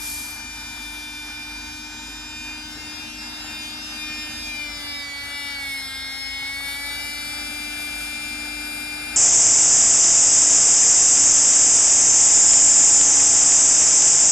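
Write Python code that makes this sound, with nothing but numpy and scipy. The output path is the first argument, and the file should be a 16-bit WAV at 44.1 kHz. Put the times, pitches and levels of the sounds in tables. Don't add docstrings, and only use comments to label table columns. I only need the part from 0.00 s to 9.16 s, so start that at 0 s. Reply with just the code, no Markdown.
import sys
import numpy as np
from scipy import signal
from scipy.fft import rfft, irfft, next_fast_len
from scipy.io import wavfile
from scipy.ndimage import map_coordinates

SR = 44100
rng = np.random.default_rng(int(sys.argv[2]) if len(sys.argv) > 2 else 0)


def digitize_waveform(pressure):
    field = np.atleast_2d(pressure).T
    bounded = np.clip(field, -1, 1)
    quanta = np.round(bounded * 32767).astype(np.int16)
    wavfile.write(sys.argv[1], SR, quanta)


N = 403956

# time in seconds, closeness from 0 (far) to 1 (near),
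# speed in metres per second, change of the motor buzz in dB.
MICROPHONE = [(0, 0, 0.081, 0), (2.3, 0, 0.055, -1.5), (2.8, 0.24, 0.3, -0.5), (4.2, 0.47, 0.26, 3),
              (5.2, 0.78, 0.19, 1.5), (5.7, 0.84, 0.049, 2), (7.2, 1, 0.018, 2.5), (9.16, 1, 0.019, -0.5)]
# time in seconds, turns of the shaft per second (Hz).
SHAFT_SPEED = [(0.0, 299.3), (1.38, 298.2), (2.22, 302.9), (3.77, 303.7), (4.46, 302.3), (5.13, 282.8),
               (5.36, 286.5), (5.51, 284.4), (5.89, 266.9), (6.43, 273.2), (7.02, 290.1), (7.22, 293.2),
               (7.53, 296.0), (9.16, 299.5)]
# frequency in Hz, left minus right in dB.
LEFT_LEAN = [(100, 1), (640, 6), (2100, 2), (6800, 2.5), (10000, 0)]


def amp(db):
    return 10 ** (np.asarray(db) / 20)


def unit(x):
    return x / np.sqrt(np.mean(x ** 2) + 1e-20)


def along(points, hz):
    point_hz, values = np.transpose(points)
    return np.interp(np.log(hz + 1), np.log(point_hz), values)


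def curves(rows):
    times, *columns = np.transpose(rows)
    return [np.interp(np.arange(N) / SR, times, column) for column in columns]


def wobble(rate):
    coarse = np.arange(0, N + 32, 32)
    knots = rng.standard_normal(4096)
    smooth = map_coordinates(knots, [coarse * rate / SR], mode="wrap")
    return np.interp(np.arange(N), coarse, smooth)


def sides(lean_db):
    return amp(np.array([lean_db, -lean_db]).reshape(2, -1) / 2)


def noise(spectrum):
    # frequency in Hz, likeness (1 same, -1 opposite; clipped there).
    alike = [(300, 0.93), (700, 0.69), (1500, 0.44), (7000, 0.55), (8600, 1), (9500, -0.72), (10200, -1.1),
             (11000, -0.38), (12100, 0.99)]
    size = next_fast_len(N + 8192)
    hz = np.fft.rfftfreq(size, 1 / SR)
    turn = np.arccos(np.clip(along(alike, hz), -1, 1)) / 2
    white = rfft(rng.standard_normal((2, size)))
    mid, side = white * amp(along(spectrum, hz)) * [np.cos(turn), np.sin(turn)]
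    left_right = np.array([mid + side, mid - side]) * sides(along(LEFT_LEAN, hz))
    pair = irfft(left_right, size)[:, :N]
    return pair / pair.mean(0).std()


def closeness():
    return np.clip(curves(MICROPHONE)[0], 0, 1)


def level(law, bend=1, cruise_hz=299):
    far_db, near_db, db_per_hz = law
    sag_hz = cruise_hz - curves(SHAFT_SPEED)[0]
    return far_db + (near_db - far_db) * closeness() ** abs(bend) - db_per_hz * sag_hz


def resonances(table, hz):
    return sum(db / (1 + (2 * (hz - centre) / width) ** 2) for centre, width, db in table)


def tent(x, still, moving, count=5):
    speed = np.abs(curves(MICROPHONE)[1])
    travel = np.cumsum(speed) / SR
    n = np.arange(N)
    echoes = np.zeros((2, N))
    for ear in range(2):
        for heading in np.linspace(-1, 1, count):
            metres = rng.uniform(1, 4) + (heading + .3) * travel
            delay = metres / 343 * SR
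            echoes[ear] += np.interp(n - delay, n, x[ear])
    share = still + moving * speed
    return (x + share * echoes / np.sqrt(count)) / np.sqrt(1 + share ** 2)


def partial(angle, order, db, flutter_db=1.5, lead=0.9, spread=1.0):
    hz = order * angle[-1] / (2 * np.pi) * SR / N
    skew = (lead + spread * rng.standard_normal()) * min(hz / 2400, 1)
    phase = order * angle + rng.uniform(0, 2 * np.pi) + np.array([[skew], [-skew]]) / 2
    gain = np.sqrt(2) * amp(db + flutter_db * wobble(45))
    return gain * sides(along(LEFT_LEAN, hz)) * np.sin(phase)


def blade_tone(angle, lead=0.95, flutter_db=0.75, gain_db=0.86):
    # time in seconds, level in dB before gain_db is added.
    swell = [(0.0, -38.5), (1.4, -37), (2.22, -45.5), (2.5, -36.5), (2.76, -50.5), (3.03, -39.5),
             (3.44, -47.5), (3.52, -39), (3.85, -51), (4.03, -35.5), (4.36, -42), (4.62, -33),
             (4.82, -46.5), (4.9, -38.5), (5.76, -31.5), (5.87, -39), (6.45, -31.5), (7.22, -37.5),
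             (7.91, -33.5), (9.16, -34.5)]
    # time in seconds, left minus right in dB.
    balance = [(0.0, 12.5), (0.64, -4.5), (0.81, 7), (1.35, -3.5), (4.06, 5.5), (4.36, -7), (4.59, 7),
               (5.07, -11), (5.51, -1.5), (9.16, 13)]
    passing = 8 * angle + np.array([[lead], [-lead]]) / 2
    ports = sides(curves(balance)[0])
    gain = np.sqrt(2) * amp(curves(swell)[0] + gain_db + flutter_db * wobble(30))
    return gain * ports / ports.mean(0) * np.sin(passing)


def impeller(angle, third_db=-9, whistle_lead=-2.43, hum_drift_db=1.5):
    # cycles per turn, dB from afar, dB close by; the chamber below adds to both.
    sideband_rows = [(7, -59, -47), (9, -56, -45.5)]
    # centre in Hz, width in Hz, gain in dB.
    chamber = [(2011, 95, 9.5), (2547, 200, -16), (2750, 120, 8.5)]
    # dB from afar, dB close by, dB lost per Hz that the shaft slows.
    hum_law = (-49.5, -45, 0.19)
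    octave_law = (-48, -41, 0.0089)
    whistle_law = (-56.5, -41.5, 0.48)

    shaft_hz = curves(SHAFT_SPEED)[0]
    sidebands = np.zeros((2, N))
    for order, far_db, near_db in sideband_rows:
        db = level((far_db, near_db, 0), bend=0.26) + resonances(chamber, order * shaft_hz)
        sidebands += partial(angle, order, db)
    octave = partial(angle, order=16, db=level(octave_law, bend=0.28))
    whistle_db = level(whistle_law, bend=4)
    whistle = partial(angle, order=32, db=whistle_db, lead=whistle_lead, spread=0.22)
    third = partial(angle, order=24, db=whistle_db + third_db)
    hum_db = level(hum_law) + hum_drift_db * wobble(3.09)
    hum = partial(angle, order=1, db=hum_db, flutter_db=0.74)
    overtones = tent(octave + third + whistle + sidebands, still=0.26, moving=1.44)
    return hum + tent(blade_tone(angle), still=0.12, moving=0.97) + overtones


def motor(angle, free_hz=294, stalled_hz=270, buzz_db=-1.0):
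    # cycles per turn, dB from afar, dB close by,
    # dB under load.
    commutator = [(2, -68, -58, -67.5), (3, -56, -55.5, -55.5), (4, -60.5, -58, -58),
                  (5, -50.5, -51.5, -56), (6, -52.5, -52, -46.5), (10, -51, -50.5, -56.5),
                  (11, -54, -52.5, -53), (12, -48.5, -49.5, -51), (13, -55.5, -54.5, -46.5),
                  (14, -58, -57, -54.5), (15, -52.5, -48, -47.5), (17, -53.5, -50.5, -68),
                  (18, -49.5, -47, -56.5), (19, -54.5, -61.5, -45), (20, -51.5, -61, -74),
                  (21, -51.5, -53.5, -59.5), (23, -54, -57, -63), (24, -48, -55, -58), (27, -78, -62, -72),
                  (28, -82, -53.5, -68), (29, -70, -69, -75), (30, -77, -62, -53.5), (31, -71, -75, -60),
                  (36, -56.5, -60.5, -84), (37, -66, -50, -75), (38, -70, -59, -86), (39, -70, -63, -58)]
    # centre in Hz, width in Hz, gain in dB.
    housing = [(2885, 270, 6), (3766, 350, 8.5), (5177, 200, 7.5)]
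    shaft_hz = curves(SHAFT_SPEED)[0]
    close, gain_db = closeness(), curves(MICROPHONE)[2]
    load = np.clip((free_hz - shaft_hz) / (free_hz - stalled_hz), 0, 1)
    buzz = np.zeros((2, N))
    for order, far_db, near_db, labour_db in commutator:
        free_db = far_db + close * (near_db - far_db)
        load_db = load * (labour_db - free_db)
        shell_db = np.repeat(resonances(housing, order * shaft_hz[::16]), 16)[:N]
        buzz += partial(angle, order, gain_db + free_db + load_db + shell_db)
    return amp(buzz_db) * tent(buzz, still=0.44, moving=4.3)


def airflow(angle, chop=0.12, churn_db=1.24, leak_db=-1.8, sputter_db=1.4):
    # frequency in Hz, relative level in dB.
    boom_colour = [(140, -17.5), (200, -12.5), (245, 2.5), (275, -6), (330, -29), (430, -33.5)]
    rush_far = [(150, -8), (440, -6), (540, -17.5), (650, -5), (930, 5.5), (1110, -5), (1270, 1), (1650, 4),
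                (1850, -3), (2500, -4.5), (3500, -23)]
    rush_near = [(150, -7.5), (380, -9), (600, -7.5), (850, 2.5), (1080, -18), (1260, 0.5), (1680, 3),
                 (1930, -8), (2200, -2), (2500, -10), (3500, -63)]
    spray_colour = [(1800, -40), (2800, -5.5), (3300, -5), (3950, 0), (4500, -7), (5550, -7), (6100, -13.5),
                    (7200, -8.5), (8200, -10.5), (10000, -40)]
    hiss_colour = [(6000, -15.5), (7800, -11.5), (8700, -0.5), (9500, 7.5), (10200, -3), (11300, 5),
                   (12000, -4), (12900, -45)]
    # dB from afar, dB close by, dB lost per Hz that the shaft slows.
    boom_law = (-52, -48, 0.68)
    rush_law = (-46, -43, 0.085)
    spray_law = (-50, -46, .02)
    # time in seconds, level in dB before leak_db is added.
    leak = [(0.5, -48.5), (0.91, -46.5), (1.94, -54.5), (5.22, -47), (5.73, -43), (6.29, -49), (6.84, -40),
            (7.2, -41.5), (7.95, -39.5), (8.36, -44.5), (8.8, -41), (9.16, -46)]

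    close = closeness()
    pulse = 1 + np.clip(chop, 0, 1) * np.cos(angle)
    boom = amp(level(boom_law)) * noise(boom_colour)
    rush_noise = np.sqrt(1 - close) * noise(rush_far) + np.sqrt(close) * noise(rush_near)
    rush = amp(level(rush_law, bend=1.8) + churn_db * wobble(14)) * rush_noise
    spray = amp(level(spray_law, bend=0.6)) * noise(spray_colour)
    hiss = amp(curves(leak)[0] + leak_db + sputter_db * wobble(11)) * noise(hiss_colour)
    return boom + rush + tent(pulse * spray, still=0.27, moving=0.37) + pulse * hiss


def cloth(peak_db=-33.0, attack_s=0.065, hold_s=0.12, release_s=0.26, flutter_db=0.2):
    # frequency in Hz, relative level in dB.
    fabric = [(1200, -11), (5600, 4.5), (8000, 3.5), (11300, 13.5), (12900, -5)]
    hold_end = attack_s + hold_s
    stroke, = curves([(0, .4), (attack_s, 1), (hold_end, .75), (hold_end + release_s, 0)])
    return stroke * amp(peak_db + flutter_db * wobble(90)) * noise(fabric)


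def generator(firing_hz=25.57, hunt=0.024, rumble_db=-55):
    # multiple of the firing rate, level in dB around which it wavers.
    drone_rows = [(2, -50.5), (3, -57.5), (4, -73), (5, -67)]
    # frequency in Hz, relative level in dB.
    rumble_colour = [(22, -30), (50, -2), (80, -1), (120, -1.5), (170, -14), (260, -9), (500, -39)]
    angle = 2 * np.pi * np.cumsum(firing_hz * (1 + hunt * wobble(7))) / SR
    drone = np.zeros(N)
    for order, db in drone_rows:
        tone = np.sin(order * angle + rng.uniform(0, 2 * np.pi))
        drone += amp(db + 2.7 * wobble(7.0)) * tone
    return np.sqrt(2) * drone * sides(2.9) + amp(rumble_db) * noise(rumble_colour)


def handling(attack=0.00067, scuff=0.58):
    # start in seconds, level in dB, pitch in Hz,
    # seconds to die away by 60 dB.
    bumps = [(2.084, -38, 275, 0.088), (2.76, -40.5, 296, 0.4), (2.87, -42, 269, 0.23),
             (6.605, -31, 1160, 0.031)]
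    out, t = np.zeros(N), np.arange(SR // 2) / SR
    for start, db, hz, t60 in bumps:
        band = signal.butter(2, [hz / 2, hz * 1.4], "band", fs=SR, output="sos")
        rub = unit(signal.sosfilt(band, rng.standard_normal(len(t))))
        ring = np.sin(2 * np.pi * hz * t) + scuff * rub
        envelope = amp(db - 60 * t / t60) * (1 - np.exp(-t / attack))
        out[round(start * SR):][:len(t)] += envelope * ring
    return out


def scene(jitter=0.00047):
    shaft_hz = curves(SHAFT_SPEED)[0] * (1 + jitter * wobble(70))
    angle = 2 * np.pi * np.cumsum(shaft_hz) / SR
    return impeller(angle) + motor(angle) + airflow(angle) + cloth() + generator() + handling()


def record(dry, low_cut_hz=39, top_hz=12920):
    size = next_fast_len(N + 8192)
    hz = np.fft.rfftfreq(size, 1 / SR)
    bass = (hz / low_cut_hz) ** 4
    response = bass / np.hypot(1, bass) * (hz < top_hz)
    return irfft(rfft(dry, size) * response, size)[:, :N]


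dry = scene()
out = record(dry)
digitize_waveform(out)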